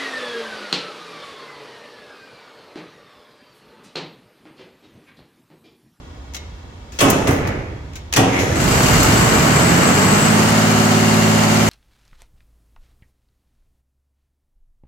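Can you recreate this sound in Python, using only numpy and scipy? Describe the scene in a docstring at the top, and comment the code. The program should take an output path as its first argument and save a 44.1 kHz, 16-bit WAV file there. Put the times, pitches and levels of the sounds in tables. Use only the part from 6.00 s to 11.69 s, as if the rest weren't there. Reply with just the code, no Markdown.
"""A sheet-metal pump house, where a big six-cylinder diesel is started by hand.
The starter contact snaps, the pinion slams in and rings the frame, and the engine rocks back to rest.
At the second try it cranks with knocking gear teeth, fires and runs up to governed speed: each firing
strikes the block, injectors hiss, exhaust tones sweep through the pipe and the belt squeals briefly.
The listener steps back, which dulls the hiss. Another machine hums far off."""
import sys
import numpy as np
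from scipy import signal
from scipy.fft import rfft, irfft, next_fast_len
from scipy.io import wavfile
from scipy.ndimage import uniform_filter1d

SR = 44100
rng = np.random.default_rng(int(sys.argv[2]) if len(sys.argv) > 2 else 0)


def log_audio(samples):
    """Write samples as a 16-bit WAV file to the path given in sys.argv[1]."""
    # one column per channel
    frames = np.atleast_2d(samples).T
    # limit to full scale, then quantise
    limited = np.clip(frames, -1, 1)
    pcm = np.round(limited * 32767).astype(np.int16)
    wavfile.write(sys.argv[1], SR, pcm)


N = 250929
TIME = np.arange(N) / SR
CYLINDERS = 6


def from_db(db):
    return 10 ** (np.asarray(db) / 20)


def unit_rms(x):
    return x / np.sqrt(np.mean(x ** 2) + 1e-20)


def at_hz(table, hz):
    """A table read on a log-frequency axis."""
    table_hz, values = np.transpose(table)
    return np.interp(np.log(hz), np.log(table_hz), values)


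def ramp(start_s, length_s):
    return np.clip((TIME - start_s) / length_s, 0, 1)


def envelope(start_s, attack_s, hold_s, fall_db_per_s):
    falling_s = np.maximum(TIME - start_s - attack_s - hold_s, 0)
    return ramp(start_s, attack_s) * from_db(-fall_db_per_s * falling_s)


def drift(rate_hz):
    """Random wander, rms 1."""
    knots = rng.standard_normal(int(N / SR * rate_hz) + 2)
    return unit_rms(np.interp(TIME * rate_hz, np.arange(len(knots)), knots))


def resonate(x, hz, width_hz):
    """Two-pole resonance, rms 1."""
    r = np.exp(-np.pi * width_hz / SR)
    poles = [1, -2 * r * np.cos(2 * np.pi * hz / SR), r * r]
    return unit_rms(signal.lfilter([1, 0, -1], poles, x + 1e-18))


def add(out, start_s, sound):
    i = round(start_s * SR)
    out[:, i:i + sound.shape[-1]] += sound[..., :N - i]


def steady(x):
    """Evens out slow level changes, leaving the single beats."""
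    power = uniform_filter1d(np.mean(x ** 2, axis=0), size=8000)
    return x / np.sqrt(np.abs(power) + np.mean(x ** 2) / 20)


def pulses(strokes, rate_hz, decay_s, floor, uneven_db):
    """A rounded swell of uneven strength at each whole stroke count."""
    force = from_db(uneven_db * rng.uniform(-1, 1, 2000))[strokes.astype(int)]
    since_s = strokes % 1 / rate_hz
    return steady(uniform_filter1d(floor + force * np.exp(-since_s / decay_s), size=70)[None])


def struck(modes, rise_s):
    """One second of decaying modes, phased differently on each side."""
    t, out = TIME[:SR], 0
    for hz, db, t60 in modes:
        phase = rng.random() + min(hz / 3000, 1) * rng.random((2, 1))
        out = out + from_db(db - 60 * t / t60) * np.sin(2 * np.pi * (hz * t + phase))
    return out * (1 - np.exp(-t / rise_s))


# room width: (frequency [Hz], side re mid [dB])
ROOM_WIDTH = [(60, -27), (125, -11), (250, -20.5), (550, -2), (1100, 0), (15000, 0)]
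# room balance: (frequency [Hz], left re right [dB])
ROOM_BALANCE = [(100, -1), (350, -4), (700, -1), (2400, -.5), (5000, 2.5), (7500, 7), (11000, -1.5)]


def room_noise(spectrum, count=N, tilt_db_per_oct=0, ripple_db=3.5):
    """Noise with a fine random ripple in its upper spectrum, giving a faintly ringing colour; rms 1."""
    size = next_fast_len(count, True)
    hz = np.maximum(np.fft.rfftfreq(size, 1 / SR), 1)
    mid, side = rfft(rng.standard_normal((2, size)))
    ripple = np.interp(hz, np.linspace(0, SR / 2, 400), rng.standard_normal(400))
    ripple *= np.minimum(hz / 1500, 1)
    width, sides = from_db(at_hz(ROOM_WIDTH, hz)), np.array([[1], [-1]])
    stereo = (mid + sides * width * side) / np.hypot(1, width)  # centred bass, diffuse above
    colour_db = at_hz(spectrum, hz) + ripple_db * ripple + tilt_db_per_oct * np.log2(hz)
    pan_db = sides * at_hz(ROOM_BALANCE, hz) / 2
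    rolloff = np.minimum(spectrum[-1][0] / hz, 1) ** 4
    return unit_rms(irfft(from_db(colour_db + pan_db) * rolloff * stereo, size)[:, :count])


# room decay: (frequency [Hz], t60 [s])
ROOM_DECAY = [(100, 0.5), (500, 1.272), (2000, 1.0026), (6000, 0.6604), (13000, 0.0004)]


def blow(spectrum, t60_s, room_db, bloom_s, tilt_db_per_oct=0, count=32768):
    """A blow on metal: a noisy ring dies away, the room rings on, the lows build up last."""
    t, out = TIME[:count], 0
    noise_bins = rfft(room_noise(spectrum, count, tilt_db_per_oct))
    octave = np.log2(np.clip(np.fft.rfftfreq(count, 1 / SR), 128, 16384))
    for k in range(7, 15):
        band = irfft(noise_bins * np.maximum(1 - abs(octave - k), 0))
        rise = 1 - np.exp(-t / (bloom_s * (1000 / 2 ** k) ** 1.1502))
        metal = from_db(-60 * t / t60_s)
        room = from_db(room_db - 60 * t / at_hz(ROOM_DECAY, 2 ** k))
        out = out + band * rise * np.hypot(metal, room)
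    return out


# room air spectrum: (frequency [Hz], density [dB])
AIR_SPECTRUM = [(20, -36.5), (48, -12.5), (72, -3), (123, -20.5), (215, -25), (270, -20), (310, -27.5),
                (900, -31), (3200, -42.5), (7000, -50), (9500, -61.5), (16000, -67)]


def background():
    """Air in the pump house and the throbbing hum of a distant machine."""
    hum = resonate(rng.standard_normal(N), hz=74.55, width_hz=11.5)
    hum = resonate(hum, hz=90.1, width_hz=22.14)
    return from_db(-35.5) * room_noise(AIR_SPECTRUM) + from_db(-50) * hum


# gas puffs: (time [s], attack [s], hold [s], level [dB])
GAS_PUFFS = [(1.03, 0.2931, 0.028, -25), (2.449, 0.1841, 0.3572, -21.5)]


def silencer():
    """Gas booms through the silencer while the pistons move slowly."""
    level = sum(from_db(db) * envelope(s, attack_s, hold_s, fall_db_per_s=23)
                for s, attack_s, hold_s, db in GAS_PUFFS)
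    return level * room_noise([(22, -22.5), (45, -10), (80, -9), (140, -8.5)])


# pinion in or out: (time [s], slam [dB], tooth crack [dB], frame ring [dB])
PINION_SLAMS = [(1.008, -5, -8, -8.5), (1.276, -16.5, -14.5, -15.5), (2.166, -6.5, -5.5, -4)]
# slam spectrum: (frequency [Hz], density [dB])
SLAM_SPECTRUM = [(41, -39), (70, -11.5), (118, 1), (208, -3), (280, -3.5), (606, -8.5), (744, -10.5),
                 (1610, -16.5), (1850, -22), (3190, -20), (3910, -33.5), (6450, -26), (16000, -33.5)]
# frame modes: (frequency [Hz], level [dB], t60 [s])
FRAME_MODES = [(112.24, -9, 0.7203), (137.93, -14, 0.702), (269.97, -8, 0.8267), (372.26, -27, 0.327),
               (756.07, -14.5, 1), (1989.8, -20.5, 0.2748)]


def pinion():
    """The heavy pinion slams into the ring gear or drops out, ringing the frame."""
    out = np.zeros((2, N))
    for s, slam_db, _, frame_db in PINION_SLAMS:
        add(out, s, from_db(slam_db) * blow(SLAM_SPECTRUM, t60_s=0.1545, room_db=-2.5, bloom_s=0.005399))
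        add(out, s + 0.012, from_db(frame_db) * struck(FRAME_MODES, rise_s=0.00766))
    return out


# lever and contact snaps, with one ring gear knock at first compression: (time [s], level [dB], t60 [s], tilt
# [dB/octave])
CONTACT_SNAPS = [(0.335, -33, 0.0576, -1), (0.344, -24.5, 0.1034, -1.5), (0.364, -24, 0.05055, -2.5),
                 (0.919, -40, 1, -2), (0.987, -14.5, 0.3012, -2.5), (1.1, -5, 0.04196, 11.5),
                 (1.305, -30, 0.2984, 7), (1.471, -28.5, 0.0972, 0), (1.933, -25, 0.01318, -3),
                 (1.954, -29.5, 0.1112, -1), (2.125, -11.5, 0.03298, -1), (2.136, -2, 0.01928, -1.5),
                 (2.39, -24.5, 0.331, 0), (3.03, -11, 0.055, 4)]
# snap spectrum: (frequency [Hz], density [dB])
SNAP_SPECTRUM = [(400, -8), (1100, -11), (2600, -3.5), (4400, -8), (6400, -2.5), (8000, -14), (16000, -17)]
# steel lever modes: (frequency [Hz], level [dB], t60 [s])
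LEVER_MODES = [(2154, -14.5, 0.4297), (2960, -23.5, 0.4414), (3757, -13.5, 0.392), (3995.4, -13.5, 0.1438),
               (5324.4, -17, 0.439), (6774, -6, 0.1273)]


def starter_snaps():
    """The contact snaps, the ring gear knocks at first compression, and teeth clash just before each slam; all
    ring the lever."""
    out, lever = np.zeros((2, N)), struck(LEVER_MODES, rise_s=0.00186)
    cracks = [(s - 0.0054, crack_db, 0.07263, -3) for s, _, crack_db, _ in PINION_SLAMS]
    rise = ramp(0, 0.002516)[:24000]
    for s, db, t60, tilt in CONTACT_SNAPS + cracks:
        snap = blow(SNAP_SPECTRUM, t60, room_db=-19, bloom_s=0.002512, tilt_db_per_oct=tilt, count=24000)
        add(out, s, from_db(db) * rise * snap)
        touch = min(t60 / 0.0549, 1)  # the briefest touches hardly ring
        add(out, s, from_db(min(db, -20) - 6.5) * touch * lever)
    return out


# gear train, a kick, two rocks back, the second try:
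# (time [s], attack [s], hold [s], gears [dB], rasp [dB], tooth rate [Hz])
GEAR_MOVES = [(1.024, 0.062, 0.01553, -19, -27.5, 81.15), (1.26, 0.01593, 0.01509, -16, -40, 60),
              (1.442, 0.0199, 0.01522, -22, -51, 70), (2.199, 0.1886, 0.19046, -19, -30.5, 110.57)]
# gear body spectrum: (frequency [Hz], density [dB])
GEAR_SPECTRUM = [(35, -51.5), (85, 1.5), (185, -10), (280, -6), (470, -8), (950, -18), (2200, -19),
                 (3200, -33), (5200, -41)]
# tooth rasp spectrum: (frequency [Hz], density [dB])
RASP_SPECTRUM = [(2000, -9), (3500, -1.5), (4900, -8.5), (6000, 0.5), (8500, -12), (12000, -15.5),
                 (16000, -24.5)]


def cranking():
    """Teeth knock unevenly through their backlash; the ring gear sings, most at first compression."""
    gears, rasp = room_noise(GEAR_SPECTRUM), room_noise(RASP_SPECTRUM)
    ring = resonate(rng.standard_normal((2, N)), hz=2084.4, width_hz=158.2)
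    ring = resonate(ring, hz=2520.3, width_hz=700)
    compression = np.exp(-((TIME - 2.37) / 0.04737) ** 2)
    body = gears + from_db(-3.5) * ring * (0.1746 + compression)
    gear_power, rasp_power = 0, 0
    for s, attack_s, hold_s, gear_db, rasp_db, tooth_hz in GEAR_MOVES:
        teeth = np.cumsum(np.abs(tooth_hz * (1 + 0.14169 * drift(15)))) / SR
        mesh = pulses(teeth, tooth_hz, decay_s=0.003553, floor=0.997, uneven_db=2)
        gear_level = from_db(gear_db) * envelope(s, attack_s, hold_s, fall_db_per_s=56)
        rasp_level = from_db(rasp_db) * envelope(s, attack_s, hold_s, fall_db_per_s=59.5)
        gear_power = gear_power + (mesh * gear_level) ** 2
        rasp_power = rasp_power + mesh * rasp_level ** 2
    return np.sqrt(gear_power) * body + np.sqrt(rasp_power) * rasp


def belt(beat, catch_s, grip_s=4.2345):
    """The slipping belt squeals, tugged by each firing; it grows, then shoots up and dies on gripping."""
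    slipping_s = np.clip(TIME, catch_s, grip_s) - catch_s
    gripping_s = np.clip(TIME - grip_s, 0, 1)
    db = -35 + 7 * slipping_s - 72 * gripping_s
    hz = 7740.7 + 59.907 * drift(14) + 4800 * gripping_s
    rough = signal.sosfilt(signal.butter(2, 210, fs=SR, output="sos"), rng.standard_normal((2, 2, N)))
    phase = 2 * np.pi * np.cumsum(hz) / SR
    squeal = unit_rms(rough[0] * np.cos(phase) + rough[1] * np.sin(phase))
    return from_db(db + 1.955 * drift(24)) * beat * squeal * from_db([[1], [-4]])


def cylinder_blows(firings, spectrum, t60_s, room_db, uneven_db, jitter_s):
    """Each cylinder strikes the block with its own ring, varying in force and timing."""
    onsets = np.flatnonzero(np.diff(np.ceil(firings)) > 0)
    timing, strength = rng.uniform(-1, 1, (len(onsets), 2)).T
    onsets = np.clip(onsets + np.round(timing * jitter_s * SR).astype(int), 0, N - 1)
    force, out = from_db(uneven_db * strength), 0
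    for k in range(CYLINDERS):
        clicks = np.zeros((1, N))
        clicks[0, onsets[k::CYLINDERS]] = force[k::CYLINDERS]
        ring = blow(spectrum, t60_s, room_db, bloom_s=0.002236, count=10000)
        out = out + signal.fftconvolve(clicks, ring, axes=1)[:, :N]
    return steady(out)


# injector spectrum: (frequency [Hz], density [dB])
INJECTOR_SPECTRUM = [(1650, -41), (2800, 0.5), (3590, -5.5), (4500, -0.5), (5200, -3.5), (7660, -3),
                     (8730, -9), (10400, -12.5), (11900, -9.5), (15100, -17.5), (16000, -21)]


def injectors(firings, beat, step_back_s=2.9073):
    """Injectors tick and hiss, losing level and treble as the listener steps back."""
    ticks = cylinder_blows(firings, INJECTOR_SPECTRUM,
                           t60_s=0.025, room_db=-9.5, uneven_db=4.5, jitter_s=0.0002)
    hiss = beat * room_noise(INJECTOR_SPECTRUM) * from_db(0.7157 * drift(400))
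    near = from_db(-5) * ticks + hiss
    dulling = 0.2944 * ramp(step_back_s, 2.191)
    loss_db = 2.5 * ramp(step_back_s, 0.4907)
    return from_db(-loss_db) * (near + dulling * (uniform_filter1d(near, size=3) - near))


# exhaust pipe resonances: (frequency [Hz], level [dB])
PIPE_RESPONSE = [(44, -32), (54, -27), (70, -26.5), (81, -31), (108, -21.5), (135, -27.5), (165, -22),
                 (217, -20.5)]
# main exhaust tones: (order [1/cycle], level re pipe [dB])
EXHAUST_ORDERS = [(6, -1), (9, -1.5), (12, 1.505)]
# tones of uneven cylinders: (order [1/cycle], relative level [dB])
UNEVEN_ORDERS = [(7, -21.5), (8, -15.5), (11, -10.5), (13, -12.5), (14, -5), (21, -6), (31, -18), (33, -15),
                 (40, -9.5), (41, -11)]
# timing gear whine: (order [1/cycle], relative level [dB])
WHINE_ORDERS = [(59, -22), (68, -23.5), (84, -23), (92, -22), (98, -21.5)]


def exhaust_and_whine(firings, firing_hz, fuel):
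    """Engine orders sweep through the pipe and flutter on full fuel; weak ones emerge once governed."""
    cycles, cycle_hz = firings / CYLINDERS, firing_hz / CYLINDERS
    strong = [(order, db + at_hz(PIPE_RESPONSE, order * cycle_hz) - 0.7485 * fuel)
              for order, db in EXHAUST_ORDERS]
    weak = [(order, db - 21 - 14 * fuel) for order, db in UNEVEN_ORDERS + WHINE_ORDERS]
    out = 0
    for order, db in strong + weak:
        # orders near the loudest almost line up once per cycle, so the exhaust throbs
        scatter = 0.3664 if abs(order - 2 * CYLINDERS) <= 2 else 1
        phase = scatter * rng.random() + order * np.array([[0.003], [-0.003]])
        level = from_db(db + 0.7463 * drift(7) + 2 * fuel * drift(30))
        out = out + np.sqrt(2) * level * np.sin(2 * np.pi * (order * cycles + phase))
    return out * ramp(2.751, 0.187) * from_db([[-0.7], [0.6]])


# block thud spectrum: (frequency [Hz], density [dB])
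THUD_SPECTRUM = [(45, -24), (80, -21), (108, 2.5), (160, 0.5), (270, -2.5), (340, -14), (500, -16.5)]


def block_thud(firings):
    """Each firing shakes the block on its frame."""
    return cylinder_blows(firings, THUD_SPECTRUM,
                          t60_s=0.1279, room_db=-3.5, uneven_db=3.5, jitter_s=0.0009052)


# combustion knock spectrum: (frequency [Hz], density [dB])
KNOCK_SPECTRUM = [(160, -29), (280, -7), (400, -4), (520, -7), (750, -4.5), (950, -7), (1400, -7),
                  (2100, -10.5), (3200, -23.5), (5000, -40)]


def combustion_knock(firings, beat):
    """Combustion hits the block sharply, over a pulsing rattle."""
    knock = cylinder_blows(firings, KNOCK_SPECTRUM,
                           t60_s=0.02465, room_db=-10, uneven_db=3.5, jitter_s=0.00007)
    rattle = beat * room_noise(KNOCK_SPECTRUM, ripple_db=5)
    return from_db(-0.3021) * knock + from_db(-5) * rattle


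# run-up, with slight overshoot, to governed speed: (time [s], firing rate [Hz])
RUN_UP = [(2.555, 20.3), (2.7, 30), (3.0, 45.03), (3.1, 53.04), (3.59, 80.36), (4.31, 107.5), (4.54, 109.1),
          (5.02, 108.5), (5.5, 108.3)]


def engine(governor_s=4.0463):
    """The diesel catches weakly, then races on full fuel until the governor pulls it back."""
    firing_hz = np.interp(TIME, *np.transpose(RUN_UP))
    catch_s = RUN_UP[0][0]
    firings = np.cumsum(firing_hz * (TIME > catch_s)) / SR
    fuel = 1 - ramp(governor_s, 0.7177)  # 1 racing, 0 governed
    catch_db = -11.5 * np.exp(-np.maximum(TIME - catch_s, 0) / 0.10046)
    # strokes stand out while slow and merge at speed
    beat = pulses(firings, firing_hz, decay_s=0.05684, floor=0.834, uneven_db=2) * ramp(catch_s, 0.00311)
    knock = from_db(-19 + catch_db + 2.5 * fuel) * combustion_knock(firings, beat)
    thud = from_db(-26 + 0.776 * catch_db + 9 * fuel) * block_thud(firings)
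    hiss = from_db(-20.5 + catch_db) * injectors(firings, beat)
    return knock + thud + hiss + exhaust_and_whine(firings, firing_hz, fuel) + belt(beat, catch_s)


def scene():
    """Two tries of the starter, then the running engine."""
    return background() + starter_snaps() + pinion() + cranking() + silencer() + engine()


def record(dry):
    """Soft clip, then a 16 kHz low-pass."""
    rounded = dry / (1 + dry ** 6) ** (1 / 6)
    return signal.sosfilt(signal.ellip(10, 0.1, 80, 16000, fs=SR, output="sos"), rounded)


dry = scene()
out = record(dry)
log_audio(out)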